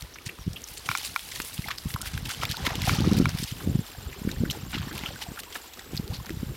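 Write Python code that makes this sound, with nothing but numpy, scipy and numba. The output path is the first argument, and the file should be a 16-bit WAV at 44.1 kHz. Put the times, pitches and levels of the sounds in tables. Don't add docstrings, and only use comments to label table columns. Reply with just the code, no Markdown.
import sys
import numpy as np
from scipy import signal
from scipy.fft import rfft, irfft
from scipy.io import wavfile
from scipy.ndimage import uniform_filter1d
from numba import njit

SR = 44100
rng = np.random.default_rng(int(sys.argv[2]) if len(sys.argv) > 2 else 0)


def volts(x):
    e = np.asarray(x, float) / 20
    return 10 ** e


def persist_wave(psi):
    counts = np.round(np.clip(psi, -1, 1) * 32767).astype(np.int16)
    wavfile.write(sys.argv[1], SR, np.atleast_2d(counts).T)


N = 289296
T = np.arange(N) / SR


def band(x, lo_hz, hi_hz, order=2):
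    return signal.sosfilt(signal.butter(order, [lo_hz, min(hi_hz, .48 * SR)], "band", fs=SR, output="sos"), x)


def unit(x):
    return x / np.sqrt(np.mean(x ** 2))


def noise(n=N):
    return rng.standard_normal(n)


def walk(rate_hz):
    hold = int(SR / rate_hz)
    steps = np.repeat(noise(N // hold + 1), hold)[:N]
    return unit(uniform_filter1d(uniform_filter1d(steps, hold), hold // 2 + 1))


def add(out, start_s, piece):
    i = max(int(start_s * SR), 0)
    out[i:i + len(piece)] += piece[:N - i]


@njit
def rings(start_s, hz, cycles, glide, size, rise_cycles):
    out = np.zeros(N)
    for k in range(len(start_s)):
        f, phase, a, i = hz[k], 0., size[k], int(start_s[k] * SR)
        while a > .003 * size[k] and i < N and f < .45 * SR:
            out[i] += a * np.sin(phase) * min(phase / (2 * np.pi * rise_cycles), 1.)
            phase += 2 * np.pi * f / SR
            a *= 1 - 6.9 * f / (cycles[k] * SR)
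            f *= 1 + glide[k] * f / SR
            i += 1
    return out


def splashes():
    # start_s, peak_db, centre_hz, length_ms
    plops = [(.145, -35.5, 5740, 5.2), (.187, -31, 2400, 5), (0.295, -27, 2460, 7.6),
             (0.566, -29, 2910, 12), (0.642, -27.5, 6160, 3.8), (1.645, -36, 2170, 7.6),
             (1.783, -30, 4780, 10.4), (1.962, -19.5, 1176, 4.3), (2.568, -34, 4030, 9.2),
             (3.866, -33, 3840, 3.4), (4.132, -34, 2220, 9.5), (4.292, -28, 1830, 5.4),
             (4.456, -35, 1860, 12.7), (4.501, -17.5, 3200, 3.1), (4.786, -31, 3470, 10),
             (4.914, -31.5, 1690, 7.1), (5.062, -26.5, 3030, 10.7), (5.377, -28.5, 1460, 5.6),
             (5.976, -21.5, 4600, 4), (6.153, -36, 4200, 28), (6.293, -35, 1790, 4.5)]
    # start_s, peak_db, centre_hz, length_ms
    slaps = [(0.01, -24.5, 4460, 1.8), (0.533, -29, 5600, 2.6), (0.677, -33, 5600, 3.4),
             (1.402, -18.5, 1750, 2.88), (1.421, -32, 5940, 8.5), (1.545, -30, 5040, 2.8),
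             (1.687, -22, 1340, 6.6), (1.908, -32.5, 2900, 10.5), (1.941, -24, 3130, 5.5),
             (2.021, -24, 5540, 3.6), (2.178, -23.5, 1680, 3.9), (2.259, -28.5, 3930, 11),
             (2.303, -27.5, 2300, 24), (2.454, -19.5, 2830, 4.3), (2.516, -21, 3540, 9.1),
             (2.759, -29, 3320, 10), (2.819, -18.5, 3040, 2.1), (2.881, -24.5, 920, 14),
             (3.44, -26.5, 4400, 15), (3.61, -36.5, 1120, 24), (4.316, -25.5, 4030, 3.55),
             (4.513, -23.5, 4270, 13), (4.709, -38, 2900, 12.3), (4.98, -25, 2650, 2.9),
             (5.393, -30, 1920, 7.4), (5.403, -32, 4240, 3.5), (5.437, -32.5, 3250, 8.4),
             (5.737, -31, 4000, 3.1), (5.957, -34.5, 3380, 9.1), (6.267, -31.5, 1900, 5.9)]
    # start_s, peak_db, centre_hz, length_ms
    sloshes = [(.161, -32.5, 1800, 5.8), (.267, -28, 4540, 16.7), (0.779, -32, 4460, 19),
               (0.863, -30.5, 3970, 15), (1.061, -28, 5000, 35), (1.319, -29, 3400, 11),
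               (1.36, -26.5, 3780, 9.5), (1.713, -20.5, 1950, 10.1), (2.06, -29, 1600, 9.6),
               (2.144, -31.5, 2780, 17), (2.318, -27.5, 4400, 27), (2.436, -23.5, 1100, 20.4),
               (2.654, -23.5, 2060, 5.5), (2.669, -13.5, 1750, 6.1), (2.71, -27.5, 1050, 45),
               (3.29, -29, 1030, 12.4), (4.749, -26.5, 2110, 42.6), (4.829, -32.5, 1780, 13),
               (5.037, -21, 1310, 2.3), (5.22, -27.5, 1970, 5.3), (5.528, -32, 3120, 11),
               (5.56, -28, 1570, 14.1), (5.795, -31, 3540, 6.7), (6.306, -33, 2620, 7.1)]
    # spread_octaves, mist_db
    kinds = [
        (.11, -12),
        (.55, -7.5),
        (.65, -16.5),
    ]
    # start_s, pitch_hz, cycles, glide_per_cycle, level_db
    gulps = [(4.91, 270, 70, .027, -35), (5.035, 900, 45, -.012, -35), (5.105, 560, 60, .003, -42),
             (4.53, 1550, 60, .012, -37), (.29, 1800, 45, .022, -30), (5.264, 790, 45, -.012, -34),
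             (5.275, 690, 90, 0, -43), (4.96, 1050, 200, -.003, -42), (6.11, 680, 200, .025, -41),
             (6.055, 320, 110, .027, -40), (2.572, 800, 70, .02, -34), (4.305, 330, 30, .01, -36),
             (3.948, 1500, 70, .014, -42), (4.16, 390, 50, .002, -37), (5.795, 1700, 50, .02, -38),
             (.395, 5800, 1600, -.0003, -50), (1.703, 1120, 45, .006, -26), (2.422, 1250, 60, .005, -26),
             (6.303, 320, 28, 0, -26), (4.409, 215, 26, .03, -18), (3.074, 290, 16, .01, -13),
             (4.474, 300, 22, 0, -29)]
    # start_s, pitch_hz, level_db
    drips = [(1.66, 810, -31), (1.964, 1030, -30), (2.007, 1330, -32), (2.029, 1400, -33),
             (2.679, 970, -24), (2.732, 754, -31), (2.874, 746, -17), (3.042, 1200, -24.5),
             (4.828, 1010, -34), (4.882, 1700, -34), (5.01, 2000, -35), (5.062, 1300, -32),
             (5.16, 1510, -32), (5.218, 850, -29.5), (6.199, 1010, -34.5), (6.246, 905, -37),
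             (2.303, 1500, -28), (2.415, 2930, -30), (2.452, 3340, -24.5), (2.543, 1400, -27.5),
             (2.64, 540, -29), (2.65, 1000, -25), (2.665, 1965, -19), (2.836, 1980, -28),
             (2.891, 2990, -24), (2.933, 1230, -26.5), (2.936, 4330, -26), (3.432, 3500, -29),
             (4.362, 1750, -37), (4.452, 1454, -31), (4.548, 840, -32), (4.743, 2820, -25),
             (5.555, 1660, -25.5), (5.39, 1630, -38), (1.642, 2030, -30)]
    drip_t60_s, drip_glide = .033, .005
    length, peak = 4096, 1024
    rows = [(*row, *kind) for table, kind in zip((plops, slaps, sloshes), kinds) for row in table]
    lumps = np.repeat(noise((len(rows), 64)), 64, axis=1)
    ragged = noise((len(rows), length)) * volts(4.5 * lumps)
    scatter = noise((len(rows), 3, 8))
    out, bubbles = np.zeros(N), []
    for (s, peak_db, hz, ms, octaves, mist_db), drops, c in zip(rows, ragged, scatter):
        burst_s = ms / 1000
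        u = (np.arange(length) - peak) / SR / burst_s
        shape = np.where(u < 0, np.exp(-(u / 0.5) ** 2), np.exp(-(np.abs(u) / 0.42) ** 0.55))
        fill = np.sqrt(np.mean(shape ** 2))
        wide = 2 ** np.clip(1.55 * octaves, .1, 1.5)
        body = unit(shape * band(drops, hz / wide, hz * wide))
        mist = unit(shape * band(drops, 11500, 12500, order=1))
        add(out, s - peak / SR, volts(peak_db - 6.0) * fill * (body + volts(mist_db - 0.5) * mist))

        many = min(1 + int(ms / 4), 8)
        when, size, loud = c[:, :many] * (np.arange(many) > 0)
        hzs = np.clip(hz * 2 ** (1.19 * octaves * size), 500, 9000)
        starts_s = s + (.4 * when - .3 / many) * burst_s
        cycles = 3.2 * hzs * burst_s / many
        levels_db = peak_db + 1 - 5 * octaves + 2.5 * loud
        bubbles.extend(zip(starts_s, .92 * hzs, cycles, .008 + 0 * hzs, levels_db))
    bubbles.extend(gulps)
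    bubbles.extend((s, hz, hz * drip_t60_s, drip_glide, db) for s, hz, db in drips)
    s, hz, cycles, glide, db = np.transpose(bubbles)
    return out + rings(np.maximum(s, 0), hz, cycles, glide, volts(db), 1.6)


def flecks():
    # start_s, peak_db, pitch_hz
    drops = [(0.388, -35, 1170), (0.619, -28, 6550.0), (0.687, -26, 6420.0), (0.78, -25, 6800.0),
             (0.975, -15.5, 6420.0), (.985, -18, 9500), (1.06, -24, 9500), (1.143, -28, 9000.0),
             (1.194, -22.5, 3270.0), (1.419, -19.5, 6840), (1.58, -26, 3010.0), (1.542, -25, 9500),
             (1.784, -18.5, 4700), (2.016, -17, 9200), (2.294, -20, 9500), (2.348, -25, 3100.0),
             (2.434, -15.5, 1260), (2.57, -21, 4050.0), (2.755, -18, 3250), (2.819, -18, 2520),
             (2.854, -20, 8550), (3.007, -18, 4260.0), (3.134, -18.5, 4670), (3.171, -26, 2470),
             (3.293, -18.5, 4870), (3.392, -27, 12360.0), (4.513, -23, 9000), (4.818, -28, 1500),
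             (4.929, -27, 3620.0), (4.979, -24, 9600), (4.992, -23.5, 3880.0), (5.968, -22, 4800),
             (6.079, -26.5, 4350.0), (6.26, -27.5, 5000.0), (6.295, -23.5, 1810.0)]
    lead_s, decay_s, ring_cycles, ring_db, spit_db = .0005, 0.0015, 10.4, 5, -11.5
    s, db, hz = np.transpose(drops)
    out = rings(s - lead_s, hz, ring_cycles + 0 * s, 0.012 + 0 * s, volts(db + ring_db), 0.72)
    fade = np.exp(-T[:512] / decay_s)
    for start_s, peak_db, f, spit in zip(s, db, hz, noise((len(s), 512))):
        spit = unit(band(spit, f / 3.5, 14000, order=1))
        add(out, start_s - lead_s, volts(peak_db + spit_db) * fade * spit)
    return out


def grains(count, lo_hz, hi_hz, cycles, glide, spread_db):
    when, size, rare, length, bend = rng.random((count, 5)).T
    loud = np.minimum(-np.log(1 - rare), 2.3)
    hz = lo_hz * (hi_hz / lo_hz) ** size
    cycles = cycles * (0.18 + 1.4 * length)
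    return unit(rings(when * N / SR, hz, cycles, glide * (2 * bend - .4), volts(spread_db * loud), 0.93))


def crackle():
    rate_per_s, level_db, spread_db, decay_s = 90, -4, 4.5, 0.001
    when, rare = rng.random((int(rate_per_s * N / SR), 2)).T
    hits = np.zeros(N)
    hits[(when * N).astype(int)] = volts(level_db + spread_db * np.minimum(-np.log(1 - rare), 3))
    return 1 + signal.lfilter([1], [1, -np.exp(-1 / (decay_s * SR))], hits)


def sheets():
    # start_s, length_ms, mist_db, fizz_over_mist_db
    throws = [(0.002, 16, -44, -9), (0.67, 48, -46, -12), (0.733, 42, -45, -13), (0.861, 25, -41, 0),
              (0.888, 120, -41.5, 8.5), (1.039, 47, -43, 2), (1.351, 19, -40, 4), (1.389, 19, -38, 0),
              (1.445, 44, -38, -9), (1.534, 31, -38, -15), (1.669, 20, -42.5, 13.5), (1.709, 12, -55, 12),
              (1.889, 57, -41, -18), (2.056, 29, -42, 6.5), (2.253, 23, -39, 4), (2.289, 41, -43, 8),
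              (2.414, 31, -44, 16), (2.492, 39, -41, 12), (2.651, 26, -40.5, 13.5), (2.737, 40, -47, 5),
              (2.847, 41, -38, 9.5), (2.886, 80, -41.5, 11.5), (3.169, 19, -37, 7.5),
              (3.289, 22, -47.5, 13), (3.386, 130, -41.5, 8), (4.697, 26, -43, -2), (4.738, 12, -55, 18),
              (4.927, 29, -44.5, 4), (5.214, 26, -45, 10.5), (5.39, 15, -34.5, 0), (5.545, 31, -41, 2),
              (6.136, 35, -52, 15)]
    rise_s, fall_s, mist_db, fizz_db = 0.0026, 0.0035, -5.5, -9
    mist, fizz = np.zeros((2, N))
    for s, ms, db, over_db in throws:
        opening = (T - s) / rise_s + 1
        closing = (s + ms / 1000 - T) / fall_s + 1
        gate = np.clip(np.minimum(opening, closing), 0, 1)
        mist += volts(db + mist_db) * gate
        fizz += volts(db + over_db + fizz_db) * gate
    return volts(1.3 * walk(140)) * [mist, fizz]


def spray():
    # start_s, level_db, drop_fineness_db
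    water = [(0.0, -50, 0), (0.6, -48, 2.5), (0.88, -42.5, 2), (1.0, -33.5, 3.5), (1.08, -39, 5.5),
             (1.57, -38.5, 5), (1.8, -46, 2.5), (2.39, -38.5, 0.5), (2.74, -36, -2.5), (2.9, -32, -1),
             (3.09, -31, -2), (3.45, -42, 2.5), (3.6, -43, 3.5), (4.02, -44.5, 1), (4.75, -44, -1),
             (5.06, -38.5, -3), (5.3, -46, 0), (6.56, -48, 1)]
    # freq_hz, density_db_per_hz
    spectrum = [
        (290, -30),
        (500, -2),
        (1260, 1),
        (3500, 1),
        (5300, -2),
        (7200, -10),
        (10200, -16),
        (13800, -7),
        (15700, -14),
        (16500, -30),
    ]
    far_db, air_db, air_from_s = -55, -60.5, 3.1
    s, level_db, fineness_db = np.transpose(water)
    mid_db, fine_db = np.interp(T, s, level_db), np.interp(T, s, fineness_db)
    low_db = 0.73 * mid_db - 15.5 - fine_db
    top_db = 0.63 * mid_db - 26 + fine_db

    patter = volts(2.0 * walk(30) + 1.0 * walk(130)) * crackle()
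    f = np.maximum(np.fft.rfftfreq(N, 1 / SR), 1)
    hz, db = np.transpose(spectrum)
    tilt = volts(np.interp(np.log(f), np.log(hz), db))
    far = irfft(rfft(noise()) * tilt, N)
    hiss = irfft(rfft(noise() * patter) * tilt, N)

    slosh = .8 * unit(band(hiss, 450, 2000, order=3))
    slosh += .75 * grains(count=1500, lo_hz=700, hi_hz=2450, cycles=24., glide=.012, spread_db=3.5)
    fizz = unit(band(hiss, 1770, 8300, order=3))
    fizz += 0.73 * grains(count=2000, lo_hz=2580, hi_hz=6330, cycles=50.0, glide=0.0093, spread_db=0.5)
    mist = unit(band(noise() * patter, 7800, 13800, order=1))
    mist += .35 * grains(count=3000, lo_hz=7000, hi_hz=14000, cycles=10., glide=0., spread_db=4.5)

    thrown_mist, thrown_fizz = sheets()
    out = volts(low_db - 4.0 + 0.2 * walk(8.4)) * slosh
    out += np.hypot(volts(mid_db - 7.5 + 0.5 * walk(17)), thrown_fizz) * fizz
    out += np.hypot(volts(top_db - 2.0 + 0.29 * walk(33)), thrown_mist) * mist
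    air = np.clip(2 * (T - air_from_s), 0, 1) * unit(band(far, 12100, 15200))
    return volts(far_db) * unit(far) + out + volts(air_db) * air


def wind():
    # start_s, strength_db, sharpness_db
    gusts = [(0.0, -46, 3), (.14, -56.5, 6.5), (1.95, -51.5, 1), (2.21, -36.5, -12), (2.36, -46.5, 2.5),
             (2.83, -37.5, 2), (3.09, -22.5, 6), (3.31, -31, -4), (3.43, -64, 8), (3.761, -28, 5.5),
             (3.86, -56, 1.5), (4.35, -37, 7.5), (4.55, -43, 9.5), (4.69, -41.5, -14), (4.93, -42.5, 5),
             (5.72, -69.5, 14), (5.94, -43, 4.5), (6.5, -41, 1)]
    # start_s, peak_db, pitch_hz
    thumps = [(0.48, -16.5, 144), (1.594, -20.5, 138), (1.859, -21, 160), (1.95, -21.5, 118),
              (2.783, -22, 150), (2.846, -22.5, 123), (2.882, -17.5, 115), (2.916, -20, 158),
              (2.988, -16.5, 151), (3.006, -14.5, 220), (3.021, -22, 105), (3.037, -21, 109),
              (3.075, -12, 169), (3.117, -11.5, 201), (3.126, -8.5, 187), (3.152, -19, 195),
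              (3.169, -14.5, 119), (3.184, -14, 185), (3.202, -7, 209), (3.214, -13.5, 256),
              (3.225, -13.5, 200), (3.248, -16, 141), (3.273, -16.5, 123), (3.35, -17, 142),
              (3.675, -15.5, 200), (3.699, -17.5, 127), (3.739, -26, 135), (3.755, -11.5, 146),
              (3.793, -16, 145), (4.252, -22, 167), (4.276, -16, 193), (4.408, -16.5, 114),
              (4.437, -14, 203), (5.998, -18, 169), (6.432, -18.5, 197)]
    # start_s, peak_db
    bumps = [(0.27, -28.5), (0.469, -23.5), (0.899, -28), (1.87, -22), (2.075, -29.5), (2.138, -28.5),
             (2.151, -23.5), (2.173, -26.5), (2.23, -25.5), (2.26, -29), (2.403, -29), (2.444, -25),
             (2.502, -24.5), (2.524, -30), (2.626, -28.5), (2.643, -24.5), (2.721, -25.5), (2.827, -24),
             (2.856, -42), (2.963, -32), (3.288, -22), (3.306, -27), (3.321, -33), (3.334, -25),
             (3.401, -24), (3.428, -24), (3.446, -29), (3.524, -23.5), (3.664, -26.5), (3.715, -30),
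             (4.073, -25.5), (4.347, -31), (4.374, -29), (4.385, -25), (4.464, -26), (4.495, -26.5),
             (4.509, -27), (4.636, -27), (4.78, -25.5), (4.8, -24), (4.812, -29), (4.837, -27),
             (5.289, -31.5), (5.949, -24.5), (5.968, -32), (6.044, -31), (6.104, -24.5), (6.19, -30),
             (6.213, -29.5), (6.331, -34), (6.343, -28.5), (6.373, -25.5), (6.402, -30), (6.47, -28),
             (6.499, -29)]
    # start_s, peak_db
    puffs = [(.028, -35), (0.047, -43), (0.395, -36), (0.416, -37), (0.508, -31), (0.53, -36.5),
             (0.719, -39), (1.68, -34), (3.985, -35), (4.115, -42), (4.19, -36), (5.09, -33.5)]
    # start_s, peak_db
    flicks = [(1.402, -28.5), (2.675, -21), (2.756, -26.5), (2.934, -29), (3.052, -23), (4.219, -27),
              (4.297, -26.5), (4.665, -31), (4.737, -30), (4.752, -23), (4.769, -26.5), (4.873, -27.5),
              (4.913, -32), (5.014, -36), (5.037, -28.5), (5.318, -30.5), (5.935, -27), (6.308, -26),
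              (6.519, -29.5)]
    bump_hz, flick_hz, scatter = 115, 224, 0.17
    snap_over_db, snap_ratio, snap_cycles = -12, 1.67, 0.28
    push_s, push_slope, push_db = .04, 0.39, -25
    s, low_db, sharp_db = np.transpose(gusts)
    gust_db = np.interp(T, s, low_db)
    snap_db = np.interp(T, s, sharp_db) + snap_over_db
    flutter_db = np.interp(T, s, 0.46 * low_db - 31 + sharp_db)

    lumps = np.minimum(walk(35), 1.2)
    eddies = unit(band(noise() * volts(7 * lumps), 47.0, 182))
    sway = unit(band(noise() * volts(2.5 * walk(10)), 25, 80))
    flutter = unit(band(noise() * volts(2.0 * lumps + 3.7 * walk(90)), 210, 513, order=3))
    out = volts(gust_db) * eddies + volts(0.32 * gust_db - 35) * sway + volts(flutter_db - 5.0) * flutter

    rows = list(thumps)
    for table, mean_hz in ((bumps, bump_hz), (puffs, bump_hz), (flicks, flick_hz)):
        rows += [(s, db, mean_hz * (1 + scatter * c)) for (s, db), c in zip(table, noise(len(table)))]
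    half = np.linspace(-np.pi, np.pi, int(push_s * SR))
    push = np.cos(half / 2) ** 2 * np.cos(2 * half)
    for (s, peak_db, hz), turn in zip(rows, rng.random(len(rows))):
        u = np.arange(-2, 2, hz / SR)
        swing = np.exp(-(u / .58) ** 2) * np.cos(2 * np.pi * (u + .3 * (turn - .5)))
        snap = np.exp(-(u / snap_cycles) ** 2) * np.cos(2 * np.pi * (snap_ratio * u + turn - .5))
        snap_gain = volts(min(snap_db[int(s * SR)], -3))
        add(out, s - 2 / hz, volts(peak_db) * (swing + snap_gain * snap))
        add(out, s - push_s / 2, volts(push_slope * peak_db + push_db) * np.sign(turn - .5) * push)
    return out


def ticks():
    # start_s, peak_db
    pushes = [
        (0.889, -5.5),
        (0.914, -9),
        (0.951, -7),
        (1.161, -5.5),
        (2.894, -4.5),
        (3.256, -5.5),
    ]
    # pitch_hz, level_db, t60_s, swell_cycles
    modes = [
        (1100, -11, 0.021, 1.1),
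        (1284, 6.5, 0.0056, 0.77),
        (1385, -15, 0.051, 1.1),
        (2300, 3.5, 0.013, 4.7),
        (3700, 1, 0.0031, 1.8),
        (5370, -10, 0.0061, 1.6),
    ]
    crack_db, crack_s = -23.5, 0.0021
    s, peak_db = np.transpose(pushes)
    out = np.zeros(N)
    for hz, db, t60_s, swell_cycles in modes:
        size = volts(peak_db + db - 7.0)
        out += rings(s, hz + 0 * s, hz * t60_s + 0 * s, 0 * s, size, 1. * swell_cycles)
    for start_s, db in pushes:
        crack = np.exp(-T[:400] / crack_s) * band(noise(400), 6000, 17000)
        add(out, start_s, volts(db + crack_db) * crack)
    return band(out, 850, 20000, order=4)


def trill(table, drop_hz, hold_s, fall_s):
    starts_s, notes, tops_hz, levels_db = np.transpose(table)
    notes = np.round(notes)
    u = np.arange(int((hold_s + fall_s) * SR)) / SR
    slide_hz = drop_hz * np.where(u < hold_s, .15 * (1 - u / hold_s), (u - hold_s) / fall_s)
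    shape = np.sin(np.pi * (u / u[-1]) ** .85) ** .8
    out = np.zeros(N)
    for note in range(int(notes[-1]) + 1):
        s, hz, db = (np.interp(note, notes, column) for column in (starts_s, tops_hz, levels_db))
        whistle = np.sin(2 * np.pi * np.cumsum(hz - slide_hz) / SR)
        add(out, s - .003, volts(db - 2 + 1.5 * rng.standard_normal()) * shape * whistle)
    return out


def birds():
    # start_s, note_number, top_hz, level_db
    early = [
        (1.625, 0, 7600, -51),
        (2.58, 17, 7600, -48),
        (2.8, 21, 7600, -49),
    ]
    near = [
        (3.527, 0, 7390, -48),
        (3.754, 4, 7580, -45),
        (4.453, 17, 7600, -47),
        (4.723, 22, 7600, -47),
        (5.671, 39, 7600, -46),
    ]
    far = [
        (3.688, 0, 6950, -56),
        (5.025, 22, 7010, -54),
        (5.735, 34, 7030, -50),
        (6.527, 47, 7000, -52),
    ]
    return trill(early, 600, .012, .008) + trill(near, 900, .011, .009) + trill(far, 450, .009, .007)


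def motor():
    # shaft_multiple, start_s, end_s, level_db
    partials = [
        (35, 5.4, 6.6, -65.5),
        (37, 5.1, 6.0, -63),
        (39, 5.2, 5.65, -63),
        (39, 6.3, 6.6, -67.5),
        (42, 5.0, 5.6, -64),
        (28, 6.3, 6.45, -66),
    ]
    shaft_hz, rise_hz_per_s, from_s = 211.25, .22, 5.2
    phase = 2 * np.pi * np.cumsum(shaft_hz + rise_hz_per_s * (T - from_s) + 0.155 * walk(4)) / SR
    out = np.zeros(N)
    for multiple, start_s, end_s, db in partials:
        fade = np.clip(np.minimum(T - start_s, end_s - T) / .06, 0, 1)
        out += volts(db + 2.5 * walk(7)) * fade * np.sin(multiple * phase)
    return out


def scene():
    return (splashes() + flecks() + spray() + wind() + ticks() + birds() + motor())[None]


def top_cut(x):
    return signal.sosfilt(signal.butter(12, 17040, fs=SR, output="sos"), x)


def record(dry):
    dry = signal.sosfilt(signal.ellip(8, .2, 45, 15900, fs=SR, output="sos"), dry)
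    dry = signal.sosfilt(signal.butter(2, 45, "high", fs=SR, output="sos"), dry)
    return top_cut(dry)


dry = scene()
out = record(dry)
persist_wave(out)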